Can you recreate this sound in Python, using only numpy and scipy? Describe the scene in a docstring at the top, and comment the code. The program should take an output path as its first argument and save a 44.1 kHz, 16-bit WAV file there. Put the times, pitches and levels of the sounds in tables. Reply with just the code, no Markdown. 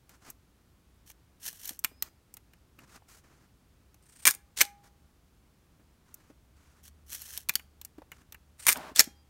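"""Light finger ticks and brushes on an old folding camera, close to one microphone in a small quiet room.
Twice a lever rasps along, the leaf shutter is cocked, and the release creaks and trips it: a 60 ms
clatter of steel blades and whirring gears. A third of a second later the release springs back.
Blows ring the steel parts and lens plate; sliding parts make noise in tiny slips. The body bumps on its
pad and scuffs over it just after the second firing. Behind it lie a low rumble and, later, a faint hum."""
import sys
import numpy as np
from scipy import signal
from scipy.fft import rfft, irfft, next_fast_len
from scipy.io import wavfile
from scipy.ndimage import map_coordinates

SR = 44100
rng = np.random.default_rng(int(sys.argv[2]) if len(sys.argv) > 2 else 0)


def pcm_store(signal):
    """Save signal as 16-bit PCM."""
    levels = np.round(np.clip(np.atleast_2d(signal), -1, 1) * 32767)
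    wavfile.write(sys.argv[1], SR, levels.astype(np.int16).T)


N = 409688

# each cocking: (finger lands [s], lever breaks free [s], detent [s], latch [s], end stop [s],
# rasp [dB], drag [dB], growth of the drag [dB], force at the stop [dB], pitch of the stop [Hz])
COCKING_MOVES = [(1.062, 1.462, 1.6924, 1.8456, 2.0238, -37, -43.5, 18, -2, 13540),
                 (6.832, 7.125, 7.3755, 7.4937, 7.5545, -40.5, -46.5, 3, 2.5, 4560)]
# spectrum of blows on the hand-held case: (frequency [Hz], level [dB])
HELD_TONE = [(150, -9), (550, -24), (1100, -4.5), (4400, 0.5), (4950, -8.5), (5500, 0.5), (9600, -1.5),
             (10400, -5.5), (12000, 4), (16000, -1)]


def amp(db):
    """Decibels to gain."""
    return np.exp(np.asarray(db) * np.log(10) / 20)


def along(points, hz):
    """(frequency [Hz], value) points read on a log axis."""
    knots_hz, values = np.transpose(points)
    return np.interp(np.log(hz + 1), np.log(knots_hz + 1), values)


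def wobble(rate, size=N):
    """A wandering random curve, rate knots a second."""
    knots = rng.standard_normal(int(size * rate / SR) + 4)
    return map_coordinates(knots, [np.arange(size) * rate / SR], order=1)


def coloured(x, tone, lo=0, hi=SR):
    """x given a spectrum between two edges in Hz, at rms 1."""
    hz = np.fft.rfftfreq(len(x), 1 / SR)
    shaped = irfft(rfft(x) * amp(along(tone, hz)) * (hz >= lo) * (hz < hi), len(x))
    return shaped / np.sqrt(np.mean(shaped ** 2) + 1e-20)


def add(track, s, sound):
    """Mix a sound into a track at time s."""
    span = track[max(round(s * SR), 0):][:len(sound)]
    span += sound[:len(span)]


def ring(modes, t):
    """Damped modes (frequency [Hz], level [dB], t60 [s]), each struck at a new strength and phase."""
    hz, db, t60 = np.transpose(modes)[:, :, None]
    envelopes = amp(db + 2 * rng.standard_normal(hz.shape) - 60 * t / t60)
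    return np.sum(envelopes * np.sin(2 * np.pi * (hz * t + rng.random(hz.shape))), axis=0)


def metal_blows(blows, tone, snap_t60, plate_t60, snap_db, plate_db, ring_db, spring_db):
    """Blows (time [s], snap [dB], plate [dB], optional pitch [Hz]) ring steel, plate, body and springs."""
    # modes of the steel case, lens plate and springs: (frequency [Hz], level [dB], t60 [s])
    steel_modes = [(3477, -22, .07), (5180, -16, .05), (6748, -16.5, .07), (8720, -19.5, .07),
                   (11884, -16, .06)]
    plate_modes = [(1703, -6, .06), (2069, -11.5, .05), (2819, -16.5, .06)]
    spring_modes = [(813, -35, 0.64), (1227, -55, .9), (4140, -54, .35)]
    body_low_hz, body_top_hz, plate_top_hz = 100, 900, 3000
    out, t = np.zeros(N), np.arange(SR // 2) / SR
    attack = 1 - np.exp(-t / .00022)

    def burst(lo, hi, t60):
        """Crowded modes of one part dying together."""
        grain = coloured(rng.standard_normal(len(t)), tone, lo, hi)
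        fade = amp(-60 * t / t60)
        return grain * fade * np.linalg.norm(fade) / np.linalg.norm(grain * fade)

    for s, snap, plate, *pitches in blows:
        # a blow that hardly moves the plate comes from a tiny part, whose modes start higher
        first_hz = np.interp(snap - plate, [18, 30], [plate_top_hz, 5600])
        steel = burst(first_hz, SR, snap_t60) + amp(ring_db) * ring(steel_modes, t)
        lens_plate = burst(body_top_hz, plate_top_hz, plate_t60) + amp(ring_db) * ring(plate_modes, t)
        metal = amp(snap + snap_db) * steel + amp(plate + plate_db) * lens_plate
        # the heavy body knocks dully, growing more slowly than the blow
        body = amp(.56 * plate - 27) * burst(body_low_hz, body_top_hz, t60=.045)
        # the struck part adds its own brief pitch, the higher the shorter
        for hz in pitches:
            part_db = plate + 4 if hz < plate_top_hz else snap - .5
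            metal += amp(part_db) * ring([(hz, 0, 1.4 / np.sqrt(hz))], t)
        springs = amp(plate + spring_db) * ring(spring_modes, t)
        add(out, s, (metal + body + springs) * attack)
    return out


def stroke(s, length, db, growth_db, attack_s, release_s):
    """Corners (time [s], level [dB]) of one rub: it sets in, moves by growth_db to db, and fades."""
    end, start_db, fade_db = s + length, db - growth_db, 25
    return [(s - attack_s, start_db - fade_db), (s, start_db), (end, db), (end + release_s, db - fade_db)]


def friction(strokes, tone, rate, spread_db):
    """Tiny slips of uneven size, rate a second, under the level of each stroke."""
    out, t = np.zeros(N), np.arange(SR // 2) / SR
    for corners in strokes:
        s, db = np.transpose(corners)
        slips = rng.standard_normal(len(t)) * amp(spread_db * wobble(rate, size=len(t)))
        envelope = amp(np.interp(s[0] + t, s, db, right=-np.inf))
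        add(out, s[0], envelope * coloured(slips, tone))
    return out


def room_tone():
    """The quiet room's low rumble, joined by a faint, slightly unsteady hum."""
    # spectrum of the rumble: (frequency [Hz], level [dB])
    rumble_tone = [(12, -38), (20, -18.5), (60, 2), (91, -4.5), (222, -11.5), (347, -15.5), (542, -22),
                   (1260, -24.5), (1530, -26), (1710, -28), (16000, -37.5)]
    # the hum comes up: (time [s], level [dB])
    hum_levels = [(6.3, -81), (6.9, -60.5), (7.5, -65.5), (9.29, -66)]
    hum_hz, t = 73, np.arange(N) / SR
    hum_db = np.interp(t, *np.transpose(hum_levels), left=-140, right=-140)
    hum = np.sqrt(2) * np.sin(2 * np.pi * hum_hz * t + .5 * wobble(3.4))
    rumble = coloured(rng.standard_normal(next_fast_len(N)), rumble_tone)[:N]
    return amp(-63.7) * rumble + amp(hum_db) * hum


def wall_echo(x):
    """The near walls answer 5 ms after the direct sound, treble dying first."""
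    # decay of the room: (frequency [Hz], t60 [s])
    decay_times = [(200, .35), (6000, .22), (15000, .19)]
    hz, t, spectrum = signal.stft(rng.standard_normal(SR // 2), SR, nperseg=256)
    decay = amp(-60 * t / along(decay_times, hz)[:, None])
    tail = signal.istft(spectrum * decay, SR, nperseg=256)[1]
    response = np.pad(tail / np.linalg.norm(tail), (round(.005 * SR), 0))
    return signal.fftconvolve(x, response)[:N]


def squeaks():
    """Faint thin tones swell and fade, their pitch sagging either side of the middle."""
    # each squeak: (time [s], length [s], top pitch [Hz], level [dB])
    arches = [(1.86, .3, 5090, -70), (9.14, .1, 4850, -71)]
    sag_hz_per_s2 = 17000
    out = np.zeros(N)
    for s, length, hz, db in arches:
        t = np.arange(-length / 2, length / 2, 1 / SR)
        pitch = hz - sag_hz_per_s2 * t ** 2
        envelope = amp(db + 3 * wobble(40, size=len(t))) * np.cos(np.pi * t / length)
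        add(out, s, envelope * np.sin(2 * np.pi * np.cumsum(pitch) / SR))
    return out


def fingers():
    """Fingers and loose parts tick on the housing, and skin brushes over it."""
    # light touches: (time [s], steel snap [dB], lens plate [dB])
    ticks = [(0.0934, -53, -65), (0.3019, -38.5, -68), (1.1009, -49, -60), (1.5288, -47, -64),
             (1.655, -36, -58), (1.6763, -37, -63.5), (1.7916, -34.5, -68), (2.34, -42.5, -66.5),
             (2.3687, -44, -58.5), (2.5348, -58.5, -62), (2.7892, -57, -54), (3.9435, -57, -69.5),
             (6.1422, -40.5, -74.5), (7.2185, -38, -60), (7.5377, -44.5, -62.5), (7.5954, -51, -50),
             (7.8142, -41, -59.5), (7.849, -36.5, -60), (8.1176, -46.5, -46), (8.3232, -42, -56),
             (8.3451, -49.5, -50.5)]
    # skin strokes: (time [s], length [s], end level [dB], growth [dB], brightness [dB/octave])
    brushes = [(.1, .06, -62, 0, 0), (.22, .08, -52, 10, 0), (2.04, .04, -58, -3, .5),
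               (2.79, .06, -61, -5, -1.5), (2.88, .085, -53, 9, 0), (3.09, .1, -60, -2, 2),
               (3.24, .22, -69, -5, -1.5), (4.84, .035, -61, 0, 0), (6.06, .25, -69, 0, -1),
               (6.57, .23, -68, 0, -.5), (8.13, .1, -66, -3, -.5)]
    # spectrum of skin on the housing: (frequency [Hz], level [dB])
    skin_tone = [(250, 1.5), (550, -5.5), (1400, -0.5), (3500, -12), (6500, -8), (16000, -20.5)]
    out = metal_blows(ticks, HELD_TONE, snap_t60=.02, plate_t60=.043,
                      snap_db=5.5, plate_db=5, ring_db=-18, spring_db=-13)
    for *brush, tilt in brushes:
        tone = [(hz, db + tilt * np.log2(hz)) for hz, db in skin_tone]
        out += friction([stroke(*brush, attack_s=.018, release_s=.03)], tone, rate=140, spread_db=2.5)
    return out


def body_on_pad():
    """The body scuffs over its pad; nudged, it gives a few damped cycles blurred by the pad's thud."""
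    # the scuff: (time [s], length [s], end level [dB], growth [dB])
    scuff = (8.76, .135, -46.5, -3)
    # spectrum of the scuff: (frequency [Hz], level [dB])
    scuff_tone = [(71, -59), (120, -29.5), (170, -8.5), (546, -14), (617, -3.5), (1070, -4.5),
                  (2150, -16.5), (6240, -27), (16000, -37)]
    # dull knocks: (time [s], level [dB], pitch [Hz])
    bumps = [(1.7076, -42, 320), (1.9131, -48, 280), (2.975, -47, 1100), (3.021, -51, 800),
             (5.795, -52, 190), (6.3005, -46, 297), (7.981, -39, 300), (8.0189, -37, 656),
             (8.7575, -24, 1510), (8.7628, -35, 250), (8.9143, -40.5, 273), (9.0729, -40, 240)]
    out = friction([stroke(*scuff, attack_s=.04, release_s=.055)], scuff_tone, rate=280, spread_db=1)
    t = np.arange(SR // 4) / SR
    for s, db, hz in bumps:
        thud_tone = [(hz / 2, -10), (hz, 0), (hz * 2, -10), (6000, -38)]
        thud = coloured(rng.standard_normal(len(t)), thud_tone, lo=hz / 2)
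        cycles = hz * t
        envelope = amp(db - 60 * cycles / 18) * (1 - np.exp(-cycles / .3))
        add(out, s, .6 * envelope * (np.sin(2 * np.pi * cycles) + thud))
    return out


def lever_slide():
    """Metal drags on metal: a rattle under the finger, a rasp breaking free, a drag to the detent."""
    # spectrum of the sliding lever: (frequency [Hz], level [dB])
    slide_tone = [(400, -15.5), (1300, -10), (1700, -0.5), (2000, -5.5), (2400, -6.5), (3100, 0),
                  (3700, -6), (4300, -1.5), (4950, -7), (5300, 1.5), (6200, 2.5), (7400, -2.5), (8700, 1),
                  (10200, -3.5), (11400, 2), (14000, -3.5)]
    rasp_s = .025
    slides = []
    for land, free, detent, _, _, rasp_db, drag_db, growth_db, *_ in COCKING_MOVES:
        drag_s = detent - free - rasp_s
        slides += [stroke(land, length=.055, db=-52.5, growth_db=4, attack_s=.004, release_s=.012),
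                   stroke(free, rasp_s, rasp_db, growth_db=0, attack_s=.062, release_s=.04),
                   stroke(free + rasp_s, drag_s, drag_db, growth_db, attack_s=.01, release_s=.085)]
    surges = amp(1.8 * wobble(100))
    return surges * friction(slides, slide_tone, rate=700, spread_db=4)


def cocking_clicks():
    """The lever passes its detent, lifts the pawl, latches and meets its stop; fingers mute the ring."""
    # the parts it strikes: (steel snap [dB], lens plate [dB], pitch [Hz])
    detent = (-29, -47.5, 9600)
    pawl = (-28.5, -41.5, 10800)
    latch = (-19, -28.5, 2420)
    pawl_lead_s = .0056  # the pawl rides over its tooth just before the latch drops
    blows = []
    for _, _, detent_s, latch_s, stop_s, *_, force_db, stop_hz in COCKING_MOVES:
        blows += [(detent_s, *detent), (latch_s - pawl_lead_s, *pawl), (latch_s, *latch),
                  (stop_s, force_db - 21, force_db - 36, stop_hz)]
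    return metal_blows(blows, HELD_TONE, snap_t60=.018, plate_t60=.03,
                       snap_db=5, plate_db=3.5, ring_db=-15, spring_db=-9)


def strut_ping():
    """A strut rings with one thin tone as the release seats for the last time."""
    # the strut's mode: (time [s], frequency [Hz], level [dB], t60 [s])
    ping = (9.006, 3230, -55.5, .6)
    s, *mode = ping
    out = np.zeros(N)
    add(out, s, ring([mode], np.arange(SR // 2) / SR))
    return out


def release_return():
    """The sprung release comes free, rubs along its linkage, rushes home, strikes, seats and rattles."""
    # each return: (comes free [s], click [dB], strike [s], strike level [dB], strike pitch [Hz],
    # seats [s], lens plate offset [dB])
    returns = [(4.575, -42, 4.6073, -17.5, 2144, 4.6125, 2.5),
               (8.9607, -25, 8.9937, -6.5, 5500, 9.0022, -1.5)]
    # seating and rebounds: (delay [s], steel snap [dB], lens plate [dB], pitch [Hz])
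    seating = [(0, -12, -18, 2325), (.0041, -14.5, -21, 4370), (.018, -36, -40, 12800),
               (.0387, -39, -51, 11320)]
    # spectra of the blows and rush, and of the rubbing linkage: (frequency [Hz], level [dB])
    return_tone = [(150, -14.5), (1350, -9), (1600, 1), (2400, -1), (2900, -5.5), (7500, 0.5),
                   (10400, -6.5), (13000, -2), (16000, -10)]
    rub_tone = [(300, -14), (1700, -5), (4200, 0), (8000, 0), (16000, -10)]
    free_hz, plate_under_db = 3500, 10
    blows, rubs, rushes = [], [], []
    for free, free_db, strike, strike_db, strike_hz, seat, plate_db in returns:
        blows += [(free, free_db, free_db - plate_under_db + plate_db, free_hz),
                  (strike, strike_db, strike_db - plate_under_db + plate_db, strike_hz)]
        blows += [(seat + delay, snap, plate + plate_db, hz) for delay, snap, plate, hz in seating]
        rubs += [stroke(free, seat - free, db=-35.5, growth_db=0, attack_s=.012, release_s=.06)]
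        rushes += [stroke(strike, seat + .005 - strike, db=-20, growth_db=4, attack_s=.018, release_s=.011)]
    clack = metal_blows(blows, return_tone, snap_t60=.02, plate_t60=.022,
                        snap_db=3.5, plate_db=.5, ring_db=-10, spring_db=2)
    rub = friction(rubs, rub_tone, rate=600, spread_db=3.5)
    rush = friction(rushes, return_tone, rate=600, spread_db=4)
    return clack + rub + rush


def shutter_firing():
    """The squeezed release creaks until it trips, the blades fly and the gears run down to their stop."""
    # each firing: (trip [s], steel offset [dB], gear run [s], squeeze before the trip [s],
    # last creak before the trip [s], gap between creaks [s], creak [dB])
    firings = [(4.2535, 0, .0552, .24, .027, .0335, -50.5), (8.6672, -0.5, .0605, .08, .013, .029, -43)]
    # blows of the blades: (delay [s], steel snap [dB], lens plate [dB], pitch [Hz])
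    blades = [(0, -12.5, -21.5, 2360), (.0166, -12.5, -17.5, 9500), (.0226, -8.5, -18.5, 2370),
              (.0301, -18, -26, 1680), (.0381, -22.5, -34, 9100)]
    # the gears stop, then settle: (delay [gear runs], steel snap [dB], lens plate [dB], pitch [Hz])
    gear_stops = [(1, -19.5, -44, 13500), (1.73, -34.5, -55, 14900)]
    # spectra of blades and gears, and of the creak: (frequency [Hz], level [dB])
    fire_tone = [(300, -18), (830, -15.5), (1060, -5), (2370, -1), (2750, -5.5), (4900, -5.5), (6000, -3),
                 (7900, -4), (8800, 2), (9650, 2), (10300, -10), (11500, -0.5), (16000, -5.5)]
    creak_tone = [(400, -14), (2000, -4), (3500, -8), (7500, -3), (9100, 5), (9900, -10), (13000, -9),
                  (16000, -14)]
    peak_s, creak_rise_db_per_s = .022, 70
    blows, gears, creaks = [], [], []
    for trip, steel_db, run, squeeze, last_creak, gap, creak_db in firings:
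        chain = blades + [(runs * run, *rest) for runs, *rest in gear_stops]
        blows += [(trip + delay, snap + steel_db, plate, hz) for delay, snap, plate, hz in chain]
        # the whirr peaks with the blades, then the gears run on and settle
        gears += [stroke(trip + .002, peak_s, db=-17.5, growth_db=7, attack_s=.003, release_s=.022),
                  stroke(trip + peak_s, run - peak_s, db=-29, growth_db=-2, attack_s=.005, release_s=.02),
                  stroke(trip + run, .75 * run, db=-51, growth_db=0, attack_s=.005, release_s=.015)]
        # the release slips at even gaps, louder as the trip nears
        for lead in np.arange(last_creak, squeeze, gap):
            slip_db = creak_db - creak_rise_db_per_s * lead
            creaks += [stroke(trip - lead, .012, slip_db, growth_db=0, attack_s=.016, release_s=.02)]
    clatter = metal_blows(blows, fire_tone, snap_t60=.014, plate_t60=.017,
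                          snap_db=3, plate_db=2, ring_db=-6, spring_db=-10)
    whirr = friction(gears, fire_tone, rate=900, spread_db=5.5)
    creak = friction(creaks, creak_tone, rate=700, spread_db=3)
    return clatter + whirr + creak


def scene():
    """The camera right at the microphone, its echo far below it and the room tone behind, in mono."""
    handling = squeaks() + fingers() + body_on_pad()
    mechanism = lever_slide() + cocking_clicks() + strut_ping() + release_return() + shutter_firing()
    camera = handling + mechanism
    return (room_tone() + amp(-25) * wall_echo(camera) + camera)[None]


def record(dry):
    """The recorder rounds off the highest peaks and cuts the treble above its band limit."""
    rounded = dry / (1 + np.abs(dry) ** 6) ** (1 / 6)
    lowpass = signal.firwin(301, cutoff=15950, fs=SR, window="blackman")
    return signal.fftconvolve(rounded, lowpass[None], mode="same", axes=1)


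dry = scene()
out = record(dry)
pcm_store(out)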